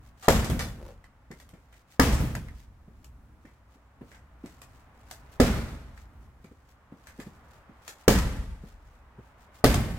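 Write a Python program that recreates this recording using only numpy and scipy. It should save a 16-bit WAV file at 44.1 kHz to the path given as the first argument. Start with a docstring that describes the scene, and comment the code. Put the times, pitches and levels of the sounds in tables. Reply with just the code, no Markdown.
"""An axe strikes a hollow sectional garage door five times, a few metres from a stereo microphone
on the driveway. Each blow dents the sheet panel, shakes hinges and tracks, and makes the garage boom;
the door thuds back against its frame and loose metal knocks. Between blows, boots step on asphalt
and heavy gear rustles and clinks. Traffic hums far away."""
import sys
import numpy as np
from scipy import signal
from scipy.fft import rfft, irfft, next_fast_len
from scipy.io import wavfile

SR = 44100
rng = np.random.default_rng(int(sys.argv[2]) if len(sys.argv) > 2 else 0)


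def master(y):
    """Save y as 16-bit WAV."""
    cut = np.clip(np.atleast_2d(y).T, -1, 1)
    pcm = np.round(cut * 32767)  # scale
    wavfile.write(sys.argv[1], SR, pcm.astype(np.int16))


N = 440118
T = np.arange(int(1.1 * SR)) / SR  # time axis of a long sound, s
BRIEF = int(.45 * SR)  # samples in a short sound

# axe blows: t/s, force/dB, nominal panel f/Hz, panel level/dB, second push/dB, struck spot f/Hz,
# smack level/dB, clank level/dB, left minus right/dB
BLOWS = [(0.2814, 0.5, 304.4, -16.5, -24, 790, -12, -21.5, 1),
         (1.995, -1.5, 271, -7.5, -24.5, 880, -20.5, -17.5, 1),
         (5.3992, -6, 254.4, -6.5, -26, 510, -15, -30, -1.5),
         (8.0789, 1, 225, -8, -1.5, 460, -11.5, -23, -1), (9.640, .5, 277, -10, -4, 730, -15.5, -24, 0)]
# heels and soles on asphalt: t/s, level/dB, f/Hz
STEPS = [(1.304, -29, 180), (1.532, -35, 149), (2.878, -40, 194), (3.447, -38.5, 247), (3.752, -47.5, 258),
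         (4.009, -28.5, 211), (4.437, -26.5, 263), (6.442, -37, 198), (6.511, -40, 218),
         (6.919, -32.5, 239), (7.186, -28, 244), (7.264, -31, 175), (7.691, -36.5, 197), (8.633, -33, 192),
         (9.182, -33.5, 150)]
# buckles and tool clinking: t/s, level/dB, brightness/(dB per octave)
CLINKS = [(1.400, -55, 1), (1.490, -60, 1.5), (1.537, -62, -0.5), (1.726, -58, -0.5), (3.044, -58, 2.5),
          (3.452, -59, -1.5), (4.115, -54, -1.2), (4.146, -56.5, -0.5), (4.459, -53, 0.5),
          (4.617, -51, 1.5), (5.111, -43.5, 2), (6.443, -58.5, 0), (7.070, -49, 0), (7.200, -46, 0),
          (7.878, -41.5, 0.5)]
# low resonances of the door's sheet: f/Hz, bandwidth/Hz, level/dB
SMACK_MODES = [(362, 44, -1.5), (478, 76, -0.5), (550, 50, 4), (670, 120, -10), (755, 190, -7)]
# stereo width at the microphone: f/Hz, side minus mid/dB
WIDTH = [(40, -22), (130, -16.5), (260, -13), (500, -11.5), (1000, -5.5), (2000, -1), (4000, 0.5),
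         (12000, -1.5)]


def amp(db):
    """Decibels to gain."""
    return 10 ** (np.asarray(db) / 20)


def unit(x):
    """Scale to rms 1."""
    return x / np.sqrt(np.mean(x ** 2) + 1e-20)


def along(points, hz):
    """Read (f/Hz, value) points on a log frequency axis."""
    freqs, values = np.transpose(points)
    return np.interp(np.log(hz + 1), np.log(freqs + 1), values)


def filtered(x, response):
    """Pass x through a frequency response."""
    size = x.shape[-1]
    padded = next_fast_len(size + 4096, True)
    return irfft(rfft(x, padded) * response(np.fft.rfftfreq(padded, 1 / SR)), padded)[..., :size]


def shape(points):
    """The response of a dB spectrum."""
    return lambda hz: amp(along(points, hz))


def resonances(modes):
    """The response of a few damped modes of alternating sign."""
    return lambda hz: sum((-1) ** k * amp(db) * 1j * hz * width / (centre**2 - hz**2 + 1j * hz * width)
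                          for k, (centre, width, db) in enumerate(modes))


def modal(response, spacing_hz, depth_db):
    """A response broken into many close peaks, as in thin metal."""
    peaks = rng.standard_normal(2048)
    return lambda hz: response(hz) * amp(depth_db * np.interp(hz / spacing_hz, np.arange(2048), peaks))


def noise(response, size=len(T)):
    """Coloured stereo noise of rms 1, alike in the bass and diffuse in the treble."""
    def mid_side(hz):
        angle = np.arctan(amp(along(WIDTH, hz)))
        return response(hz) * [np.cos(angle), np.sin(angle)]
    mid, side = filtered(rng.standard_normal((2, size)), mid_side)
    return unit(np.array([mid + side, mid - side]))


def flutter(rate, depth_db, size=len(T)):
    """A random gain of rms 1 that moves rate times a second."""
    knots = rng.standard_normal(int(size * rate / SR) + 2)
    return unit(amp(depth_db * np.interp(np.arange(size) * rate / SR, np.arange(len(knots)), knots)))


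def grains(rate, spread_db, size=len(T)):
    """A gain of rms 1 made of tiny ticks of unequal size, about rate a second."""
    strengths = amp(spread_db * np.minimum(rng.standard_exponential(size), 4))
    ticks = (rng.random(size) < rate / SR) * strengths ** 2
    power = signal.lfilter([1], [1, -np.exp(-1 / (.0012 * SR))], ticks)
    return unit(np.sqrt(power))


def fade(t60, attack, size=len(T)):
    """A quick rise and an exponential decay of 60 dB in t60 seconds."""
    t = T[:size]
    return np.exp(-np.log(1000) * t / t60) * (1 - np.exp(-t / attack))


def swell(middle_s, half_s):
    """A bell-shaped rise and fall."""
    return np.exp(-((T[:BRIEF] - middle_s) / half_s) ** 2)


def ring(hz, scatter_db):
    """One undamped mode at a random strength and phase."""
    return amp(scatter_db * rng.standard_normal()) * np.sin(2 * np.pi * (hz * T + rng.random()))


def add(track, s, sound):
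    """Mix a sound into the track at time s."""
    start = round(s * SR)
    track[:, start:start + sound.shape[-1]] += sound[..., :N - start]


def street():
    """Far from the driveway, tyres swell and fade over a low rumble and a faint hiss."""
    # spectra of the rumble, the hiss and the tyres: f/Hz, level/dB
    rumble_spectrum = [(20, -14.5), (40, -9.5), (60, 3.5), (85, -6), (125, -9), (170, -17), (260, -15),
                       (400, -29), (1000, -52)]
    hiss_spectrum = [(300, -21), (1800, 1), (3500, 1.5), (7500, -1), (10000, -8), (16000, -8)]
    tyre_spectrum = [(100, -6), (300, -6.5), (550, -0.5), (850, 1), (1250, 0), (2000, -7), (3000, -16),
                     (5000, -28.5), (16000, -45)]
    # passing traffic: t/s, level/dB
    traffic_levels = [(0, -64.5), (1.5, -66), (3, -67.5), (3.8, -65.5), (4.8, -61), (5.6, -56.5),
                      (6.5, -66.5), (7.5, -58.5), (8.8, -62.5), (10, -57)]
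    rumble = amp(-56) * noise(shape(rumble_spectrum), N) * flutter(rate=3.4, depth_db=3.5, size=N)
    hiss = amp(-80.5) * noise(shape(hiss_spectrum), N)
    traffic_db = np.interp(np.arange(N) / SR, *np.transpose(traffic_levels))
    return rumble + hiss + amp(traffic_db) * noise(shape(tyre_spectrum), N)


def clothing():
    """Heavy cloth crackles with every swing, stride, clink and shift of stance."""
    # the coat as the axe lifts, strikes and recovers: t/s from the blow, level/dB, half length/s
    swing_moves = [(-.215, -67.5, 0.041), (-.065, -62, 0.036), (.60, -66, .055)]
    # shifts of stance between swings: t/s at the middle, level/dB, half length/s
    stance_shifts = [(3.737, -72.5, 0.047), (4.76, -70.5, .09), (5.005, -73.5, .06), (5.256, -73, 0.06),
                     (6.237, -73, .03), (6.702, -69, .04), (7.528, -68, .08), (8.903, -73, 0.1)]
    # rubbing cloth: f/Hz, level/dB
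    cloth_spectrum = [(300, -21), (1800, 4), (3500, 1.5), (7500, -0.5), (10000, -7), (16000, -6.5)]
    coat = [(blow[0] + lag, db, half) for blow in BLOWS for lag, db, half in swing_moves]
    trousers = [(s + .091, db - 40.5, .058) for s, db, _ in STEPS]
    jostles = [(s, db - 18.5, .046) for s, db, _ in CLINKS]
    t = np.arange(N) / SR
    power = sum(amp(db) ** 2 * np.exp(-2 * np.minimum(np.abs(t - s) / half, 10) ** 2)
                for s, db, half in coat + trousers + jostles + stance_shifts)
    crackle = noise(shape(cloth_spectrum), N) * grains(rate=1100, spread_db=3, size=N)
    return amp(2.5) * np.sqrt(power) * crackle


def contact(t60, ring_hz, ring_db, tilt_db, tick_db, tail_db):
    """A small metal contact: a tick and a short chatter, coloured by the part that rings."""
    # small metal parts: f/Hz, level/dB
    metal_spectrum = [(150, -19), (600, 4), (1200, 1.5), (2100, -0.5), (2900, -3.5), (5000, -5), (8000, -5),
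                      (10300, -14), (12000, -9), (16000, -22.5)]

    def colour(hz):
        slope_db = tilt_db * np.log2(hz / ring_hz + .1)
        peak_db = ring_db / (1 + ((hz / ring_hz - 1) / .23) ** 2)
        return amp(along(metal_spectrum, hz) + slope_db + peak_db)
    # the shorter the contact, the harder its tick
    tick = amp(tick_db) * np.sqrt(.12 / t60) * swell(.0016, .0029)
    tail = amp(tail_db) * fade(t60, attack=.0071, size=BRIEF)
    tail *= grains(rate=3500, spread_db=1.5, size=BRIEF)
    return noise(modal(colour, spacing_hz=91.3, depth_db=4), BRIEF) * (tick + tail)


def knocks():
    """Loose hinges and rollers knock against their tracks; once, at 1.31 s, the tool knocks against the door."""
    # knocks on the door: t/s, level/dB, t60/s, ring/dB
    door_knocks = [(0.225, -42.5, 0.71, 0), (0.445, -35.5, .18, -12), (0.499, -35.5, 0.14, -5),
                   (0.592, -29.5, 0.29, -1), (1.041, -54, .15, 12), (1.313, -46, 0.16, 13),
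                   (2.125, -35.5, 0.33, -15), (2.351, -34.5, 0.13, 11), (2.484, -49.5, 0.12, 17),
                   (5.976, -52, 0.1, 16), (8.186, -30, .12, 1), (9.742, -27, 0.14, -6)]
    out = np.zeros((2, N))
    for s, db, t60, ring_db in door_knocks:
        knock = contact(t60, ring_hz=1930, ring_db=ring_db, tilt_db=-.5, tick_db=2, tail_db=1)
        add(out, s, amp(db) * knock)
    return out


def bending_wave(end_hz, excess, fall_s):
    """Higher frequencies travel faster through the sheet, so the pitch falls towards end_hz."""
    hz = end_hz * (1 + excess * np.exp(-T[:BRIEF] / fall_s))
    return np.sin(2 * np.pi * np.cumsum(hz) / SR)


def dent(pitch_hz, panel_db, second_db):
    """The sheet is pushed twice and swings; the wave returns from the far edge as a falling chirp."""
    push = -.7 * swell(.0009, .00044) - amp(second_db) * swell(.0142, .0005)
    swing = bending_wave(.93 * pitch_hz, excess=.12, fall_s=.025)
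    swing *= fade(t60=.11, attack=.0026, size=BRIEF)
    chirp = bending_wave(.62 * pitch_hz, excess=3.5, fall_s=.04) * swell(.097, .023)
    left = push + amp(panel_db) * (swing + amp(-19) * chirp)
    right = filtered(left, lambda hz: np.exp(-2j * np.pi * hz * .00018))  # arrives 0.18 ms later
    return np.array([left, right])


def struck_sheet(spot_hz, smack_db, clank_db, force_db, crash_spectrum):
    """The head bites for a few milliseconds; the sheet rings with a smack, a clank and a crash."""
    # high resonances of the sheet: f/Hz, bandwidth/Hz, level/dB
    clank_modes = [(980, 180, -10), (1190, 100, 0), (1333, 80, 1), (1696, 43, 2.5), (1930, 120, -5.5),
                   (2280, 42, -7.5)]
    spot_mode = (spot_hz, 110, 2.5)  # every spot on the sheet has a resonance of its own
    smack = amp(smack_db) * noise(resonances(SMACK_MODES + [spot_mode]), BRIEF)
    clank = amp(clank_db) * noise(resonances(clank_modes), BRIEF)
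    crash = noise(modal(shape(crash_spectrum), spacing_hz=71, depth_db=4), BRIEF)
    crash *= amp(force_db - 26.5) * flutter(rate=500, depth_db=2.5, size=BRIEF)
    bite = (amp(-1) * smack + amp(4) * clank) * swell(.0036, .0022)
    bite += amp(4) * crash * swell(.0046, .0016)
    return (bite + smack * fade(t60=.15, attack=.0004, size=BRIEF)
            + clank * fade(t60=.13, attack=.00086, size=BRIEF)
            + amp(2) * crash * fade(t60=.36, attack=.0015, size=BRIEF))


def door_rattle(chatter_spectrum):
    """The shock spreads through the sections: hinges and rollers chatter, and the steel rings on."""
    # shaken door sections: f/Hz, level/dB
    section_spectrum = [(30, 10.5), (130, 15.5), (260, 16), (340, 9.5), (540, 7.5), (900, 3), (2000, 1),
                        (2700, -3.5), (5000, -9), (8500, -13), (10400, -17.5), (11600, -16), (13000, -20),
                        (16000, -25)]
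    # modes of tracks and hinges: f/Hz, level/dB
    steel_modes = [(1276, 9.5), (1710, -1), (2064, 1), (2800, 1), (4220, -2.5), (4420, -3), (5249, -4.5),
                   (5385, -3), (7246, -1), (7467, -7.5), (8199, -7.5), (11493, -6), (11750, -8)]
    sections = noise(modal(shape(section_spectrum), spacing_hz=35, depth_db=2.2))
    sections *= flutter(rate=97, depth_db=1) * fade(t60=.86, attack=.0071)
    chatter = noise(shape(chatter_spectrum)) * grains(rate=130, spread_db=3) * fade(t60=.43, attack=.015)
    steel = np.array([sum(amp(db) * ring(hz, scatter_db=1.5) for hz, db in steel_modes)
                      for _ in range(2)])
    steel *= flutter(rate=60, depth_db=4) * fade(t60=.85, attack=.004)
    return sections + amp(-15.5) * chatter + amp(-31) * steel


def garage_boom():
    """The garage behind booms, throbbing as the door shudders on its rollers."""
    # modes of the garage's air and the whole door: f/Hz, level/dB, t60/s
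    garage_modes = [(38.5, -6.5, 1.7), (53.2, -.5, 1.2), (62.05, -1.5, 1.3), (75.6, -4, .9),
                    (85.4, -7, 1.6), (109.7, -4.5, 1), (128.8, -4, 1.0), (154, -10, 0.98),
                    (186.5, -13.5, 1.1), (221, -8, 1), (270, -10, 0.5)]
    mid, side = sum(amp(db) * np.array([ring(hz, scatter_db=2.5), ring(hz, scatter_db=2)])
                    * fade(t60, attack=.02) for hz, db, t60 in garage_modes)
    return (mid + amp(-19) * np.outer([1, -1], side)) * flutter(rate=28, depth_db=3)


def axe():
    """Each blow dents and rings the sheet, rattles the door and sets the garage booming."""
    # crashing sheet and chattering hinges: f/Hz, level/dB
    crash_spectrum = [(300, -29), (1000, -4.5), (2000, -2), (2700, -2), (4000, -2), (5000, -0.5),
                      (8000, -5), (10300, -12), (11500, -7), (13000, -11), (16000, -9)]
    rattle_growth, boom_growth = .15, .45  # dB per dB of force
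    out = np.zeros((2, N))
    for s, force_db, pitch_hz, panel_db, second_db, spot_hz, smack_db, clank_db, pan_db in BLOWS:
        sheet = struck_sheet(spot_hz, smack_db, clank_db, force_db, crash_spectrum)
        pan = amp([[pan_db / 2], [-pan_db / 2]])
        add(out, s, pan * (dent(pitch_hz, panel_db, second_db) + sheet))
        add(out, s, amp(-21.5 + rattle_growth * force_db) * door_rattle(crash_spectrum))
        add(out, s, amp(-21.5 + boom_growth * force_db) * garage_boom())
    return out


def rebounds():
    """The swinging door thuds against its frame, bounces more softly and once scrapes along it."""
    # the door meets its frame: t/s, level/dB
    frame_hits = [(0.495, -21.5), (2.196, -21.5), (5.535, -29.5), (9.745, -22.5)]
    # thud of the frame: f/Hz, level/dB
    frame_spectrum = [(25, -25), (60, 1), (130, 2.5), (240, -3), (340, -14), (600, -24.5), (1500, -28.5),
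                      (5000, -40)]
    bounce_s, bounce_loss_db, scrape_at_s = .15, 13, .76
    out = np.zeros((2, N))
    for s, db in frame_hits:
        for bounce in range(2):
            thud = noise(shape(frame_spectrum), BRIEF) * fade(t60=.5, attack=.0053, size=BRIEF)
            add(out, s + bounce * bounce_s, amp(db - bounce * bounce_loss_db) * thud)
    scrape = noise(resonances(SMACK_MODES), BRIEF) * grains(rate=1400, spread_db=5, size=BRIEF)
    add(out, scrape_at_s, amp(-50.5) * scrape * swell(.099, .1))
    return out


def boots():
    """Each step on the asphalt is a dull thump of a few cycles and a puff under the sole."""
    # puff under the sole: f/Hz, level/dB
    sole_spectrum = [(40, -28), (130, -0.5), (250, -2), (450, -7.5), (700, -19), (2000, -30.5), (6000, -51)]
    out = np.zeros((2, N))
    for s, db, pitch_hz in STEPS:
        thump = amp(-5.5) * np.sin(2 * np.pi * pitch_hz * T[:BRIEF]) * swell(.0072, .0045)
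        puff = amp(-7.5) * fade(t60=.075, attack=.0044, size=BRIEF)
        tail = amp(-19.5) * fade(t60=.31, attack=.012, size=BRIEF)
        add(out, s, amp(db) * (thump + (puff + tail) * noise(shape(sole_spectrum), BRIEF)))
    return out


def clinks():
    """Gear clinks: heavy parts ring, small ones give a bright, dry tick that stops sooner."""
    out = np.zeros((2, N))
    for s, db, brightness in CLINKS:
        clink = contact(t60=.22 * 2 ** (-.18 * brightness), ring_hz=1980, ring_db=7.5 - 4.5 * brightness,
                        tilt_db=brightness, tick_db=5.5 + brightness, tail_db=3)
        add(out, s, amp(db) * clink)
    return out


def scene():
    """Door, worker and street from the driveway; the microphone's left side hears more treble."""
    # balance at the microphone: f/Hz, left minus right/dB
    balance = [(200, 0), (2000, -.5), (4000, 1), (9000, 3.8)]
    door = axe() + rebounds() + knocks()
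    worker = boots() + clothing() + clinks()
    return filtered(door + worker + street(), lambda hz: amp(np.outer([.5, -.5], along(balance, hz))))


def record(dry):
    """The recorder rounds off peaks at full scale and keeps nothing above its band limit."""
    top_hz, edge_hz = 16000, 400
    rounded = dry / (1 + np.abs(dry) ** 8) ** (1 / 8)
    return filtered(rounded, lambda hz: np.clip((top_hz - hz) / edge_hz + .5, 0, 1))


dry = scene()
out = record(dry)
master(out)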